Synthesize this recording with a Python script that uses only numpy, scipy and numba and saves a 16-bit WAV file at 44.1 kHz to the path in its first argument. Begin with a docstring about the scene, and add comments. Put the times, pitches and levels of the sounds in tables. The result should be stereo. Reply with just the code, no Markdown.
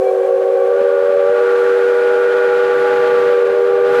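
"""A four-chime steam whistle sounds, held open, as a locomotive backs slowly past. Each chime is an air
column driven by a steam jet: more steam pulls the upper chimes sharp, brings out overtones and roar,
and overblows the third chime into a breathy flutter. Beneath it cylinder steam hisses, wheels rumble,
a flange squeals faintly and a few soft thumps sound. Gain control and a limiter even out the level."""
import sys
import numpy as np
from scipy import signal
from scipy.fft import rfft, irfft
from scipy.io import wavfile
from scipy.ndimage import uniform_filter1d
from numba import njit

SR = 44100
rng = np.random.default_rng(int(sys.argv[2]) if len(sys.argv) > 2 else 0)


def master_out(mix):
    """Clip the mix to full scale and print it as 16-bit PCM to the path in sys.argv[1]."""
    frames = np.transpose(np.atleast_2d(mix))
    ceiling = np.clip(frames, -1, 1)
    pcm = np.round(ceiling * 32767).astype(np.int16)
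    wavfile.write(sys.argv[1], SR, pcm)


N = 176400

# steam supply to the whistle (time [s], opening [1 = full])
STEAM_OPENING = [(0, 0.06), (.22, 0.18), (.67, 0.29), (.8, 0.53), (1.22, .63), (1.46, .96), (2.3, 1.0),
                 (3.17, 1), (3.5, 0.65), (3.84, 0.73), (3.98, 1.04)]
# the two lowest chimes (time [s], pitch [Hz], level [dB])
LOW_CHIME = [(0, 385.8, -20), (.2, 381, -21), (.66, 383.4, -21.5), (.76, 391.2, -21), (1.33, 388.3, -24),
             (1.47, 387.1, -19.5), (2.0, 389, -21.5), (3.27, 389.2, -22), (3.45, 391.8, -20),
             (3.87, 394.4, -18), (4, 394, -21.5)]
MAIN_CHIME = [(0, 476, -22.5), (.3, 482.5, -17.5), (.45, 481, -17.5), (.85, 481.4, -16), (1.15, 477.7, -17),
              (1.55, 480.6, -12.5), (2.9, 484.6, -14), (3.33, 482, -12), (3.5, 478.2, -14.5),
              (3.85, 483.3, -14), (4, 482.2, -11.5)]
# overblown third chime (time [s], pitch [Hz], level [dB], roughness [0-1])
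THIRD_CHIME = [(0, 517, -17.5, 0.13), (.23, 534, -18.5, .3), (.67, 541.9, -16, 0.14),
               (.735, 562.4, -16, 0.3), (1.0, 561, -15.5, 0.23), (1.09, 571, -16.5, .25),
               (1.22, 564, -15, .2), (1.33, 582, -18, .35), (1.42, 600, -22.5, 0.53), (1.51, 605, -31, .65),
               (3.13, 608.6, -29, .65), (3.43, 561.8, -28.5, 0.71), (3.6, 600.2, -29, 0.67),
               (4, 602.5, -28.5, 0.88)]
# top chime (time [s], level [dB])
TOP_CHIME_LEVEL = [(0, -29), (.6, -30.5), (.8, -36), (1.15, -38), (1.35, -31.5), (2.1, -32.5), (2.5, -28),
                   (3.1, -26), (3.45, -39.5), (3.85, -29), (4, -23)]
# third harmonics of the low and main chimes (time [s], level [dB])
LOW_TWELFTH_LEVEL = [(0, -53), (0.501, -44), (.72, -35.5), (1.2, -34.5), (1.451, -31), (1.85, -37.5),
                     (2.4, -38.5), (2.7, -30.5), (3.3, -29), (3.52, -35.5), (4, -30)]
MAIN_TWELFTH_LEVEL = [(0, -61), (.6, -55.5), (.75, -39.5), (1.0, -34), (1.17, -41), (1.46, -28.5),
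                      (1.921, -30.5), (2.03, -27), (2.65, -27.5), (3.1, -31), (3.52, -37), (3.82, -35.5),
                      (4, -25.5)]
# overtones and combination tones (multiple of low chime [1], multiple of main chime [1])
OVERTONE_ORDERS = [(1, 2), (2, 1), (4, 0), (2, -1), (-1, 2), (0, 2), (3, -2), (4, 1), (3, 2), (0, 5),
                   (0, 4)]
# the same tones (level at full steam [dB], growth [dB per unit opening], roughness [0-1])
OVERTONE_LEVELS = [(-34.5, 27, 0.6), (-44.5, 11.5, 0.5), (-39, 19, 0.4), (-45.5, 26, 0.6), (-54.5, 2, .6),
                   (-42.5, 12, 0.3), (-55.5, 25.5, 0.2), (-54, 28, 0.1), (-52.5, 22, .4), (-54.5, 20, 0),
                   (-52.5, 23.5, 1)]
# resonances of the whistle's bells at full steam
# (centre [Hz], rise [Hz per unit opening], width [Hz], level [dB], growth [dB per unit opening])
BELL_RESONANCES = [(490.5, 5.05, 62, -30, -4.5), (582.5, 20, 67, -32, -6), (821, 70, 120, -37.5, -1.5),
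                   (1165, 70, 70, -38, 1), (1419, 10, 66, -34, 23.5), (1585, 40, 160, -35, 10.5),
                   (1860, 60, 120, -40, 23.5), (2409, 60, 75, -47, 18)]
# gain of the roar as the engine draws nearer (time [s], gain [dB])
ROAR_NEARNESS = [(0, -2), (1.0, -1.5), (1.6, -0.7), (2.0, -1.2), (2.6, 0), (3.05, 2.2), (3.3, 3.3),
                 (3.48, 0.3), (3.78, 0), (4, 4)]
# spectra of jet, cylinder steam, engine, tender wheels and thumps (frequency [Hz], relative density [dB])
ROAR_SPECTRUM = [(90, -34.5), (170, -15), (280, -7), (430, 4), (700, -2.5), (1000, -1.5), (1600, -0.5),
                 (2200, -5.5), (3200, -11.5), (4200, -17), (5500, -25.5), (8000, -32.5), (12000, -42),
                 (15000, -60.5)]
HISS_SPECTRUM = [(800, -3.5), (2500, 2), (4300, -1), (6000, -0.5), (9000, -2.5), (12000, -5), (13500, -10),
                 (15000, -21.5)]
RUMBLE_SPECTRUM = [(20, -9.5), (45, -8), (80, -3.5), (135, 0.5), (220, -5), (400, -15.5), (900, -29.5)]
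WHEEL_SPECTRUM = [(70, -29.5), (110, -13.5), (138, 1), (170, -3.5), (205, -3), (230, -11.5), (265, 3),
                  (340, 1), (600, -8), (1500, -32.5)]
THUMP_SPECTRUM = [(30, -12), (120, -8), (260, 1.5), (600, -3), (1500, -15), (2450, -8.5), (3300, -22),
                  (9000, -45.5)]
# envelopes of cylinder steam, engine rumble and tender wheels (time [s], level [dB])
HISS_ENVELOPE = [(0, -51.5), (.4, -55.5), (1.2, -55), (1.6, -50), (3.2, -56), (3.7, -56), (4, -65)]
RUMBLE_ENVELOPE = [(0, -60.5), (.6, -57), (1.3, -57), (2.2, -59.5), (3.2, -58.5), (3.7, -61), (3.85, -49.5),
                   (4, -45)]
WHEEL_ENVELOPE = [(0, -62), (1.0, -54), (1.5, -52), (2.3, -48.5), (2.8, -40.5), (3.1, -38), (3.33, -39),
                  (3.45, -44), (3.8, -45), (4, -32.5)]
# rubs of flange on rail (time [s], half-length [s], level [dB])
FLANGE_RUBS = [(.085, .02, -45), (.05, .06, -53), (.24, .03, -52), (.6, .06, -53)]
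# natural modes of the wheel (frequency [Hz], relative level [dB])
WHEEL_RESONANCES = [(2320, 2), (3300, -11), (4170, -12)]
# soft low thumps (time [s], level [dB])
THUMPS = [(.275, -40), (.358, -39), (.705, -40), (.808, -29), (1.028, -36), (1.085, -34), (1.12, -34),
          (1.165, -33), (1.295, -30), (3.497, -27)]

TIME = np.arange(N) / SR
FREQS = np.fft.rfftfreq(N, 1 / SR)


def undb(db):
    """Amplitude ratio of a level in decibels."""
    return 10 ** (np.asarray(db) / 20)


def curve(rows, column=1):
    """Linear interpolation of one table column in time."""
    rows = np.array(rows, float)
    return np.interp(TIME, rows[:, 0], rows[:, column])


def unit(x):
    """Normalisation to an rms of 1."""
    return x / np.sqrt(np.mean(np.abs(x) ** 2))


def wander(rate_hz):
    """Random fluctuation of rms 1: noise low-passed steeply above rate_hz."""
    attenuation = np.sqrt((1 + (FREQS / rate_hz) ** 4) * (1 + (FREQS / rate_hz / 3) ** 4))
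    return unit(irfft(rfft(rng.standard_normal(N)) / attenuation, N))


def noise(spectrum):
    """Spectral shaping of white noise, at rms 1."""
    hz, db = np.array(spectrum, float).T
    gain = undb(np.interp(np.log(FREQS + 1), np.log(hz), db))
    return unit(irfft(rfft(rng.standard_normal(N)) * gain, N))


def stereo_noise(spectrum, side_db, tilt_db):
    """Partly coherent noise: a side signal, set at 4 kHz and tilted per octave, gives width."""
    side_gain = undb(np.clip(side_db + tilt_db * np.log2((FREQS + 1) / 4000), -22, 3))
    mid = noise(spectrum)
    side = irfft(rfft(noise(spectrum)) * side_gain, N)
    return mid + side * np.array([[1], [-1]])


def phase_of(hz):
    """Phase as the time integral of frequency."""
    return 2 * np.pi * np.cumsum(hz) / SR


def tone(phase, rough, flutter_hz=12.1):
    """A sinusoid plus narrow-band noise flutters in level and phase; rough is the noise's rms share."""
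    rough = np.clip(rough, 0, 1)
    flutter = wander(flutter_hz) * np.cos(phase) + wander(flutter_hz) * np.sin(phase)
    return np.sqrt(2 * (1 - rough ** 2)) * np.sin(phase) + rough * flutter


def chimes(steam):
    """Four jet-driven air columns oscillate; nonlinearity adds harmonics and combination tones."""
    waver_rad, waver_hz = .17, 15  # the jet shakes each chime's phase
    top_hz, top_rise_hz = 741.7, 86.7
    low = phase_of(curve(LOW_CHIME)) + waver_rad / 2 * wander(waver_hz)
    main = phase_of(curve(MAIN_CHIME)) + waver_rad * wander(waver_hz)
    third = phase_of(curve(THIRD_CHIME)) + waver_rad * 1.1 * wander(waver_hz)
    top = phase_of(top_hz + top_rise_hz * steam) + waver_rad * wander(waver_hz)
    main_rough = .08 + .42 * (1 - steam) ** 2  # weak steam flutters more
    third_db = curve(THIRD_CHIME, column=2)
    out = undb(curve(LOW_CHIME, column=2)) * tone(low, rough=.12)
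    out += undb(curve(MAIN_CHIME, column=2)) * tone(main, main_rough)
    out += undb(third_db) * tone(third, rough=curve(THIRD_CHIME, column=3))
    out += undb(curve(TOP_CHIME_LEVEL)) * tone(top, rough=.45)
    out += undb(third_db - 13.5 - 11 * steam) * tone(2 * third - main, rough=1)  # cubic difference tone
    for phase, levels in ((low, LOW_TWELFTH_LEVEL), (main, MAIN_TWELFTH_LEVEL)):
        out += undb(curve(levels)) * tone(3 * phase, rough=.22)
    for (m, n), (db, growth_db, rough) in zip(OVERTONE_ORDERS, OVERTONE_LEVELS):
        out += undb(db + growth_db * (steam - 1)) * tone(m * low + n * main, rough)
    return out


def bell_resonances(steam):
    """Resonance filters turbulence into bands of noise, whose pitch rises with the steam."""
    out = np.zeros(N)
    for hz, rise_hz, width_hz, db, growth_db in BELL_RESONANCES:
        phase = phase_of(hz + rise_hz * (steam - 1))
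        out += undb(db + growth_db * (steam - 1)) * tone(phase, rough=1, flutter_hz=width_hz / 2)
    return out


def jet_roar(steam):
    """Turbulent mixing radiates broadband noise, louder with more steam and at shorter range."""
    level_db = -29.5 + 12 * (steam - 1) + curve(ROAR_NEARNESS) + .9 * wander(25)
    return stereo_noise(ROAR_SPECTRUM, side_db=-12, tilt_db=2.5) * undb(level_db)


def cylinder_hiss():
    """Turbulence in steam escaping the cylinders radiates high-frequency noise."""
    hiss = stereo_noise(HISS_SPECTRUM, side_db=-.8, tilt_db=.5)
    return hiss * undb(curve(HISS_ENVELOPE) + .5 * wander(12))


def direct_path(whistle, right_lag_s, right_gain_db):
    """Differences in arrival time and level between the ears give the whistle its direction."""
    delayed = np.interp(TIME - right_lag_s, TIME, whistle)
    return np.array([whistle * undb(-right_gain_db / 2), delayed * undb(right_gain_db / 2)])


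def forest_echo(whistle, decay_s, echo_db):
    """Scattering at the forest edge gives each ear its own exponentially decaying echo."""
    t = TIME[:SR // 2]
    tails = [unit(rng.standard_normal(len(t)) * np.exp(-t / decay_s)) / np.sqrt(len(t)) for _ in range(2)]
    sustained = np.concatenate([whistle[::-1], whistle])  # the echo is already sounding at the start
    return undb(echo_db) * np.array([signal.fftconvolve(sustained, tail)[N:2 * N] for tail in tails])


def running_gear():
    """Rolling contact radiates low noise from the engine and from the tender's wheels close by."""
    rumble = stereo_noise(RUMBLE_SPECTRUM, side_db=-17.5, tilt_db=2)
    rumble *= undb(curve(RUMBLE_ENVELOPE) + 1.2 * wander(7.1))
    wheels = stereo_noise(WHEEL_SPECTRUM, side_db=-4, tilt_db=3)
    wheels *= undb(curve(WHEEL_ENVELOPE) + wander(15))
    return rumble + wheels


def flange_squeal():
    """Friction between flange and rail briefly excites the wheel's natural modes."""
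    rub = sum(undb(db) * np.exp(-((TIME - at) / half_s) ** 2) for at, half_s, db in FLANGE_RUBS)
    ring = sum(undb(db) * tone(2 * np.pi * hz * TIME, rough=.4, flutter_hz=25)
               for hz, db in WHEEL_RESONANCES)
    return rub * ring


def thumps(rise_s, decay_s):
    """Damped transients: bursts of low noise rise quickly and decay exponentially."""
    envelope = sum(undb(db) * np.clip((TIME - at) / rise_s, 0, 1) * np.exp(-np.abs(TIME - at) / decay_s)
                   for at, db in THUMPS)
    return envelope * noise(THUMP_SPECTRUM)


def scene():
    """Superposition of whistle, echo, steam noise and wheel noise in stereo."""
    steam = curve(STEAM_OPENING)
    whistle = chimes(steam) + bell_resonances(steam)
    steam_noise = jet_roar(steam) + cylinder_hiss()
    direct = direct_path(whistle, right_lag_s=1.6e-5, right_gain_db=.55)
    echo = forest_echo(whistle, decay_s=.11, echo_db=-28.5)
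    low_noise = running_gear() + thumps(rise_s=.0036, decay_s=.012)
    return direct + echo + steam_noise + low_noise + flange_squeal()


def gain_control(x, target_db, window_s, strength):
    """Compression: the running rms level is pulled part of the way to a target."""
    size = int(window_s * SR)
    power = uniform_filter1d(uniform_filter1d(np.mean(x ** 2, axis=0), size), size)
    return x * (undb(target_db) / np.sqrt(power + 1e-12)) ** strength


@njit
def follow_peaks(x, attack_s, release_s):
    """Envelope detection with a fast rise and a slow fall."""
    out, level = np.empty(len(x)), 0.
    for i in range(len(x)):
        level += (x[i] - level) / (SR * (attack_s if x[i] > level else release_s))
        out[i] = level
    return out


def record(dry):
    """Compression evens the level, a limiter ducks the highest peaks, low-pass filters cut the top."""
    peak_limit, roll_off_hz, cut_hz = .6, 13600, 15100
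    even = gain_control(dry, target_db=-11.5, window_s=.02, strength=.37)
    peaks = follow_peaks(np.abs(even).max(axis=0), attack_s=.0002, release_s=.04)
    limited = even * peak_limit / np.maximum(peaks, peak_limit)
    softened = signal.sosfilt(signal.butter(6, roll_off_hz, fs=SR, output="sos"), limited)
    return signal.sosfilt(signal.ellip(8, .2, 70, cut_hz, fs=SR, output="sos"), softened)


dry = scene()
out = record(dry)
master_out(out)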